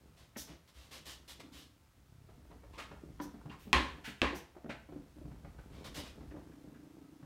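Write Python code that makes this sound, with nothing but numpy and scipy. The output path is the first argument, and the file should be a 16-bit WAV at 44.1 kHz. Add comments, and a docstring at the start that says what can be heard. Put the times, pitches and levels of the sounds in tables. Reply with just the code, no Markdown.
"""Puppies play on small agility equipment in a carpeted, very quiet room, heard from a hand-held phone.
Paws thump, fur and plush swish close by and a plastic piece clatters; a soft low flutter comes and goes.
The steps thicken, then a little seesaw tips over and falls back: two sharp cracks, a rattle, a floor boom.
More paws and clatters follow, then a last run of swishes, and the flutter returns until the end.
Knocks are filtered noise and decaying sines, swishes shaped noise, the flutter a train of rounded tones."""
import sys
import numpy as np
from scipy import signal
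from scipy.fft import rfft, irfft
from scipy.io import wavfile
from scipy.ndimage import uniform_filter1d

SR = 44100
rng = np.random.default_rng(int(sys.argv[2]) if len(sys.argv) > 2 else 0)


def wav_record(signal):
    """Record a signal, one row per channel, as 16-bit PCM in the file named by sys.argv[1]."""
    frames = np.transpose(np.atleast_2d(signal))
    bounded = np.clip(frames, -1, 1)
    # unit amplitude maps onto the largest positive 16-bit level
    quanta = np.round(bounded * 32767).astype(np.int16)
    wavfile.write(sys.argv[1], SR, quanta)


N = 319725
TIME = np.arange(N) / SR
AGE = TIME[:SR * 3 // 4]  # time since the start of an event

# seesaw landings: (time [s], edge crack level [dB], crack tilt [dB per octave],
# step from each edge contact to the next [dB], panel rattle level [dB], rattle tilt [dB per octave],
# rattle low cut [Hz], ring level [dB], floor boom level [dB], centre of the favoured modes [Hz])
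LANDINGS = [(3.73, -11.5, 3.5, -3.5, -25, 2.4, 49.5, -30, -32, 1066),
            (4.2176, -16, -1, -35, -30, 0.7, 266, -45, -39, 538)]
# soft pad on the mat, a spectrum: (frequency [Hz], relative level [dB])
PAD_SPECTRUM = [(60, -15.5), (150, 5.5), (300, 2.5), (500, -6), (800, -15), (1500, -30), (3000, -51),
                (8000, -75.5)]

FLOOR_HZ, ROOM_T60_S = 62, 0.42
TOP_HZ = 15800  # upper limit of the phone


def undb(db):
    """Decibels to gain."""
    return 10 ** (np.asarray(db) / 20)


def unit(x):
    """Scale to rms 1."""
    return x / np.sqrt(np.mean(x ** 2) + 1e-30)


def burst(x, size=256):
    """Scale so that the loudest stretch of size samples has rms 1."""
    return x / np.sqrt(uniform_filter1d(x ** 2, size).max() + 1e-30)


def add(out, s, x):
    """Mix x into out from time s."""
    i = max(int(s * SR), 0)
    out[i:i + len(x)] += x[:max(N - i, 0)]


def colour(x, points, tilt_db=0, size=2048):
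    """Causal minimum-phase filter through (Hz, dB) points, tilted by some dB per octave."""
    hz, db = np.transpose(points)
    octave = np.log2(np.maximum(np.arange(size // 2 + 1), .5) * SR / size)
    gain_db = np.interp(octave, np.log2(hz), db + tilt_db * np.log2(hz / hz[0]))
    # folding the cepstrum onto positive time puts the energy as early as possible
    cepstrum = irfft(gain_db * np.log(10) / 20)
    cepstrum[1:size // 2] *= 2
    cepstrum[size // 2 + 1:] = 0
    response = irfft(np.exp(rfft(cepstrum)))
    return signal.fftconvolve(x, response)[:len(x)]


def band(x, hz, width_hz):
    """One resonance, gain 1 at its centre."""
    return signal.lfilter(*signal.iirpeak(min(hz, SR / 2 - 1), hz / width_hz, SR), x)


def fade(t60):
    """Exponential decay by 60 dB in t60 seconds."""
    return np.exp(-np.log(1000) * AGE / t60)


def noises(events):
    """A row of white noise for each event."""
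    return rng.standard_normal((len(events), len(AGE)))


def grains(rate, spread_db):
    """Random tiny contacts of uneven size, at a mean rate per second."""
    chance, size, sign = rng.random(N), rng.standard_normal(N), rng.standard_normal(N)
    return (chance < rate / SR) * undb(spread_db * size) * np.sign(sign)


def room(x):
    """Reflections build up over some milliseconds and die away, the treble first."""
    noise = rng.standard_normal(len(AGE))
    low = signal.sosfilt(signal.butter(2, 5000, fs=SR, output="sos"), noise)
    high = signal.sosfilt(signal.butter(2, 5000, "high", fs=SR, output="sos"), noise)
    build_up = 1 - np.exp(-(AGE / .008) ** 2)
    response = (low * fade(ROOM_T60_S) - 0.85 * high * fade(0.27)) * build_up
    return signal.fftconvolve(x, response / np.linalg.norm(response))[:N]


def air():
    """The quiet room's steady hush is coloured noise."""
    # room hush, a spectrum: (frequency [Hz], relative level [dB])
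    air_spectrum = [(25, -18.5), (40, -20.5), (64, 7), (134, 2.5), (350, -22.5), (600, -27.5),
                    (2300, -22.5), (7500, -27.5), (13000, -29.5), (16000, -28.5)]
    return undb(-68) * unit(colour(rng.standard_normal(N), air_spectrum))


def flutter():
    """A soft low purring: a train of short rounded bursts, no two alike, each with a puff of noise."""
    # bouts: (start [s], end [s], pulse rate [per s], tone [Hz], relative level [dB])
    bouts = [(1.362, 1.78, 28, 280, -53), (2.02, 2.52, 33, 124, -54.5), (6.122, 7.6, 27.3, 288, -52)]
    attack_s, release_s, uneven_db = .08, .28, .8
    out = np.zeros(N)
    for start, end, rate, hz, db in bouts:
        cycle = rate * np.maximum(TIME - start, 0)
        phase = cycle % 1
        # each pulse has its own size and pitch
        size, detune = rng.standard_normal((N // 1000, 2))[cycle.astype(int)].T
        swell = np.clip(np.minimum((TIME - start) / attack_s, (end - TIME) / release_s), 0, 1)
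        gate = np.sin(np.pi * phase) ** 3 * swell
        turn = 2 * np.pi * hz * (1 + 0.045 * detune) * phase / rate
        tone = np.sin(turn) + undb(-16.5) * np.sin(turn / 2)
        puff = unit(colour(rng.standard_normal(N), PAD_SPECTRUM, tilt_db=-0.5))
        out += undb(db + 1.0 + uneven_db * size) * gate * (tone + undb(-12.0) * puff)
    return out


def bustle():
    """Many small steps keep the floor rumbling and pad on the carpet; scuffing grows with the padding."""
    # course of the bustle: (time [s], relative floor rumble level [dB], relative padding level [dB])
    course = [(0.0, -55, -68.5), (0.46, -76, -79), (0.77, -80, -72.5), (1.01, -63, -74), (1.49, -67, -65.5),
              (1.71, -74, -79), (2.08, -64.5, -78), (2.77, -56.5, -65), (3.74, -57.5, -68.5),
              (3.88, -44, -63.5), (4.18, -76, -67.5), (4.48, -65, -79.5), (5.25, -56.5, -63),
              (5.35, -53, -65), (5.94, -52.5, -57.5), (6.3, -53, -61), (6.66, -70.5, -65),
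              (7.25, -73.5, -69.5)]
    # scuffing, a spectrum: (frequency [Hz], relative level [dB])
    scuff_spectrum = [(350, -7.5), (600, -3), (1260, -5.5), (1550, -7), (2470, -12), (9620, -19),
                      (15100, -22.5), (16000, -43.5)]
    scuff_mean_db, scuff_growth = -74, 0.32  # at the mean padding level; dB for each dB more
    s, *columns = np.transpose(course)
    rumble_db, pad_db = (np.interp(TIME, s, c) for c in columns)
    scuff_db = scuff_mean_db + scuff_growth * (pad_db - pad_db.mean())
    floor = [(20, -19), (35, -10), (50, -4), (FLOOR_HZ, 0), (78, -6), (110, -13), (250, -36), (1000, -70)]  # (Hz, dB)
    rumble = unit(colour(grains(200, 2), floor, size=8192))
    padding = unit(colour(grains(90, 4.5), PAD_SPECTRUM, tilt_db=0.5))
    scuffs = unit(colour(grains(3000, 3.9), scuff_spectrum))
    steps = undb(pad_db + 1.5) * padding + undb(scuff_db) * scuffs
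    return undb(rumble_db - 2.0) * rumble + steps + undb(-2.5) * room(steps)


def floor_boom():
    """Two close floor modes swell slowly and beat."""
    beating = np.sin(2 * np.pi * FLOOR_HZ * AGE) - 0.43 * np.sin(2 * np.pi * 73 * AGE)
    swell = 1 - np.exp(-(AGE / .025) ** 2)
    return burst(swell * fade(0.33) * beating, size=1024)


def paws():
    """A soft pad gives a thud of a few cycles; the mat shudders, claws add a dull tick and the floor booms faintly."""
    # heavier paw falls: (time [s], relative level [dB], thud [Hz], relative claw level [dB])
    falls = [(0.084, -78.5, 131, -78), (0.362, -37.5, 221, -48), (0.498, -42, 160, -65),
             (1.976, -54, 131, -81), (2.288, -55.5, 367, -56.5), (2.382, -45.5, 130, -82),
             (2.512, -50, 168, -49), (2.633, -56.5, 303, -49.5), (2.782, -53, 258, -44.5),
             (2.911, -45.5, 157, -45.5), (2.932, -46.5, 143, -61.5), (3.034, -41, 323, -82),
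             (3.098, -44.5, 138, -78), (3.201, -34, 292, -41), (3.255, -38.5, 283, -58),
             (3.34, -41, 226, -51), (3.455, -37, 145, -50), (3.496, -44.5, 231, -56),
             (3.669, -38.5, 213, -65), (3.983, -85, 242, -55), (4.077, -38, 237, -48.5),
             (4.329, -33, 363, -37.5), (4.564, -42.5, 350, -51.5), (4.645, -37.5, 244, -82),
             (4.659, -50, 359, -68), (4.692, -35.5, 237, -39.5), (4.888, -43, 300, -51),
             (4.922, -40.5, 365, -49.5), (4.959, -37, 279.5, -55.5), (5.165, -45.5, 292, -70),
             (5.214, -41, 330, -82.5), (5.249, -37, 137, -56.5), (5.313, -42, 147.7, -53),
             (5.445, -41.5, 143, -49), (5.582, -47, 136, -53), (5.655, -61, 264, -70),
             (5.746, -44, 159, -59), (5.978, -40, 290, -43), (6.208, -48, 230, -52.5),
             (6.311, -44, 288, -52.5), (6.341, -36, 314, -73), (6.362, -40.5, 320, -50),
             (6.641, -42.5, 287, -75), (7.226, -43, 151, -51.5)]
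    thud_db, mat_db, claw_trim_db = -7, -12.5, -2  # against the levels of the row
    overtone_ratio, overtone_db = 1.8, -11  # a second, shorter mode of the mat
    shake_db, shake_limit_db = -13.5, -63  # floor boom: against the level of the row; at most
    pad_attack_s = .003  # the pad flattens against the mat
    thuds, scuffs, shakes = np.zeros((3, N))
    boom = floor_boom()
    for (s, db, hz, claw_db), noise in zip(falls, noises(falls)):
        tone = np.sin(2 * np.pi * hz * AGE) * fade(0.076)
        overtone = undb(overtone_db) * np.sin(2 * np.pi * overtone_ratio * hz * AGE) * fade(0.068)
        thud = burst((tone + overtone) * (1 - np.exp(-AGE / 0.0014)))
        mat = burst(colour(noise, PAD_SPECTRUM) * fade(0.13))
        claw = burst(band(band(noise, 460, 780), 460, 780) * fade(0.077))
        press = 1 - np.exp(-AGE / pad_attack_s)
        add(thuds, s, undb(db + thud_db) * thud)
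        add(scuffs, s, press * (undb(db + mat_db) * mat + undb(claw_db + claw_trim_db) * claw))
        add(shakes, s, undb(min(db + shake_db, shake_limit_db)) * boom)
    return thuds + scuffs + shakes + undb(-2.5) * room(scuffs + .5 * thuds)


def swishes():
    """Fibres slip in dense tiny catches; each stroke starts quickly, eases off and gives the floor a small shove."""
    # strokes of fur and plush: (time [s], length [s], level [dB], brightness tilt [dB per octave])
    strokes = [(0.164, 0.091, -63.5, -2), (0.367, 0.066, -46.5, 7), (0.468, 0.084, -57, -4.5),
               (0.673, 0.041, -65.5, -1), (0.737, 0.16, -62.5, -1.5), (0.908, 0.086, -51.5, -1.5),
               (1.051, 0.095, -50, -0.55), (1.276, 0.061, -52, 0), (1.396, 0.024, -50.5, -3.5),
               (1.518, .13, -57.5, -0.5), (3.211, .044, -56, 7), (4.345, 0.053, -55, 7),
               (5.711, 0.16, -61, -4.5), (5.841, 0.049, -49, -2.5), (5.941, 0.077, -46.5, -1.3),
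               (6.029, 0.079, -55, -3)]
    # fur, a spectrum: (frequency [Hz], relative level [dB])
    fur_spectrum = [(120, -27), (200, -18.5), (289, -11.5), (387, -14.5), (538, -10), (916, -14.5),
                    (1020, -9), (1370, -13.5), (2170, -10), (2560, -13), (3370, -8), (10500, -18.5),
                    (14100, -20), (16000, -31)]
    # the brighter the stroke, the higher and stronger its whistling band
    whistle_hz, whistle_db = 3140, -15  # at zero tilt
    octaves_per_tilt, db_per_tilt = 0.13, 1.76
    whistle_width = .15  # share of its frequency
    rise_share = 0.096  # rise time constant as a share of the length
    shove_db, shove_lag_s = -59.5, 0.013  # level for a stroke of a tenth of a second; delay
    out, shoves = np.zeros((2, N))
    boom = floor_boom()
    for (s, length, db, tilt_db), noise, uneven in zip(strokes, noises(strokes), noises(strokes)):
        hz = whistle_hz * 2 ** (octaves_per_tilt * tilt_db)
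        peak_db = whistle_db + db_per_tilt * tilt_db
        slips = noise * undb(4.2 * uneven)
        fur = unit(colour(slips, fur_spectrum, tilt_db))
        whistle = unit(band(slips, hz, whistle_width * hz))
        hiss = unit(fur + undb(peak_db) * whistle)
        stroke = (1 - np.exp(-AGE / (rise_share * length))) * np.exp(-(AGE / length) ** 4)
        add(out, s, undb(db) * stroke * hiss)
        add(shoves, s + shove_lag_s, undb(shove_db) * 10 * length * boom)
    return out + shoves + undb(-6.5) * room(out)


def clatters():
    """A touched plastic piece chatters through quick contacts and rings briefly; short runs are dull, long ones bright."""
    # light clatters: (time [s], relative level [dB], length [s], ring [Hz], ring against shell [dB])
    runs = [(0.3587, -48, 0.015, 1750, -7), (2.452, -62.5, 0.0051, 607, -1), (2.506, -62, 0.026, 940, 12),
            (2.728, -58.5, 0.06, 1050, 3), (2.777, -45.5, 0.055, 1287, 0), (3.199, -41.5, 0.008, 987, 9.5),
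            (3.413, -59.5, 0.0068, 900, 1), (3.496, -55.5, .012, 2750, 5), (3.501, -59, .036, 1800, 6),
            (3.509, -54, 0.044, 1046, 11.5), (3.583, -64.5, 0.11, 1040, -19),
            (4.04, -45.5, 0.065, 1530, -23.5), (4.548, -62, 0.011, 790, 6), (4.644, -49, 0.0032, 536, -0.5),
            (4.659, -51, 0.0092, 636, 3), (4.693, -45.5, 0.038, 1747, -24), (5.585, -61.5, 0.017, 1420, 5),
            (6.305, -65, 0.025, 1742, -4), (6.516, -67, .022, 1590, -5), (6.742, -67.5, 0.027, 1605, -2.5)]
    # plastic shell, a spectrum: (frequency [Hz], relative level [dB])
    plastic_spectrum = [(120, -53.5), (200, 3), (245, -3), (416, 0.5), (623, -3.5), (1060, -4), (1160, -13),
                        (1270, -1), (1530, 1), (2750, -5), (4950, -19.5), (11300, -33), (16000, -30.5)]
    neutral_s, tilt_per_doubling_db = 0.034, 5  # length with no tilt; dB per octave per doubling of it
    rise_share, uneven_db = 0.13, 4.5  # rise time constant as a share of the length; spread of contacts
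    soft_contact_hz = 9000  # top of a run of neutral length; it goes with the root of the length
    touch_lead_s, touch_db = 0.0065, -17.5  # a light touch comes just before the weight
    out = np.zeros(N)
    for (s, db, length, hz, ring_db), noise, uneven in zip(runs, noises(runs), noises(runs)):
        tilt_db = tilt_per_doubling_db * np.log2(length / neutral_s)
        envelope = (1 - np.exp(-AGE / (rise_share * length))) * np.exp(-(AGE / length) ** 2)
        contacts = noise * undb(uneven_db * uneven) * envelope
        top_hz = min(soft_contact_hz * np.sqrt(length / neutral_s), TOP_HZ)
        contacts = signal.lfilter(*signal.butter(2, top_hz, fs=SR), contacts)
        shell = colour(contacts, plastic_spectrum, tilt_db)
        shell = signal.sosfilt(signal.butter(2, 550, "high", fs=SR, output="sos"), shell)
        ring = band(contacts, hz, 110) + undb(-18.5) * band(contacts, 1.15 * hz, 60)
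        knock = undb(db) * burst(burst(shell) + undb(ring_db) * burst(ring))
        add(out, s, knock)
        add(out, s - touch_lead_s, undb(touch_db) * knock)
    return undb(1) * (out + undb(-6.5) * room(out))


def edge_contact(tilt_db, hz, ring_db):
    """One hard contact: a crack and a ring that dies within a few cycles."""
    # edge crack, a spectrum: (frequency [Hz], relative level [dB])
    crack_spectrum = [(100, 0), (300, -15.5), (650, -28.5), (1050, -22.5), (1400, -19), (2000, -13),
                      (2600, 0.5), (3400, -7.5), (4800, -18), (7000, -28.5), (10000, -35.5), (16000, -51.5)]
    impulse = 1. * (AGE == 0)
    crack = colour(impulse, crack_spectrum, tilt_db)
    ring = np.sin(2 * np.pi * hz * AGE) * fade(14 / hz)
    return crack / np.abs(crack).max() + undb(ring_db) * ring


def edge_cracks(count=4):
    """At each landing the edge chatters in a few ever weaker contacts, then the board comes down once more."""
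    chatter_gap_s, chatter_power = .0012, .8  # first gap; a power under 1 draws contacts ever closer
    edge_hz, edge_db = 2660, 0.5  # brief ring of the struck edge; against its crack
    rebound_s, rebound_db, rebound_ring_db = .013, -17, 9  # delay; against the first crack; its ring
    out = np.zeros(N)
    for s, db, tilt_db, step_db, *_, favoured_hz in LANDINGS:
        for k in range(count):
            contact = undb(db + k * step_db) * edge_contact(tilt_db, edge_hz, edge_db)
            add(out, s + chatter_gap_s * k ** chatter_power, contact)
        rebound = edge_contact(tilt_db, favoured_hz, rebound_ring_db)
        add(out, s + rebound_s, undb(db + rebound_db) * rebound)
    return out


def seesaw():
    """The board's edge cracks on the floor, the panel rattles and rings, and the floor booms a moment later."""
    # modes of the board: (frequency [Hz], relative level [dB], decay by 60 dB [s])
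    board_modes = [(291.5, 15.5, 0.1), (390.2, 4.5, 0.54), (558, -23, 0.13), (1000, -37.5, .25),
                   (1040, -21, .18), (1050, 18.5, 0.2), (1170, -29, .28), (1280, 9, 0.21), (1485, -17, .2),
                   (1750, -4.5, 0.93), (1774, 6.5, 0.295), (1894, -3.5, 0.27), (2270, 9.5, 0.25),
                   (2661, -34, 0.19), (3190, 8.5, 0.44), (2940, -17.5, .3), (4180, 2.5, 0.38)]
    # panel rattle, a spectrum: (frequency [Hz], relative level [dB])
    panel_spectrum = [(53, -13.5), (90, -8), (151, -3), (284, 4.5), (457, -9), (556, -4), (620, -12),
                      (1070, -3.5), (1350, -14.5), (1720, -7.5), (2430, -13.5), (4170, -21), (4860, -29),
                      (8720, -41.5), (16000, -63)]
    favour_db, favour_width = -8.5, 0.34  # extra rattle around the favoured modes; share of their frequency
    cracks, body = edge_cracks(), np.zeros(N)
    phases = rng.uniform(0, 2 * np.pi, (len(LANDINGS), len(board_modes)))
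    draws = zip(LANDINGS, noises(LANDINGS), noises(LANDINGS), phases)
    for landing, noise, uneven, phase in draws:
        s, *_, panel_db, tilt_db, lowest_hz, ring_db, boom_db, favoured_hz = landing
        # countless crowded modes merge into a noisy rattle
        contacts = noise * undb(2 * uneven) * fade(ROOM_T60_S)
        favoured = band(contacts, favoured_hz, favour_width * favoured_hz)
        contacts = contacts + undb(favour_db) * favoured
        contacts = signal.lfilter(*signal.butter(2, lowest_hz, "high", fs=SR), contacts)
        panel = burst(colour(contacts, panel_spectrum, tilt_db), size=1024)
        # where the board lands decides which modes ring most
        hz, db, t60 = np.transpose(board_modes)[:, :, None]
        db = db + 5 * np.exp(-(np.log2(hz / favoured_hz) / 0.39) ** 2)
        modes = undb(db) * fade(t60) * np.sin(2 * np.pi * hz * AGE + phase[:, None])
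        ring = burst(np.sum(modes, axis=0) * (1 - np.exp(-AGE / .003)), size=1024)
        add(body, s, undb(panel_db) * panel + undb(ring_db) * ring + undb(boom_db) * floor_boom())
    return cracks + body + undb(-10) * room(cracks)


def scene():
    """Everything at one microphone."""
    return (air() + flutter() + bustle() + paws() + swishes() + clatters() + seesaw())[None]


def record(dry):
    """The phone thins the deepest bass and cuts the top."""
    dry = signal.sosfilt(signal.butter(2, 28, "high", fs=SR, output="sos"), dry)
    return signal.sosfilt(signal.ellip(10, .2, 70, TOP_HZ, fs=SR, output="sos"), dry)


dry = scene()
out = record(dry)
wav_record(out)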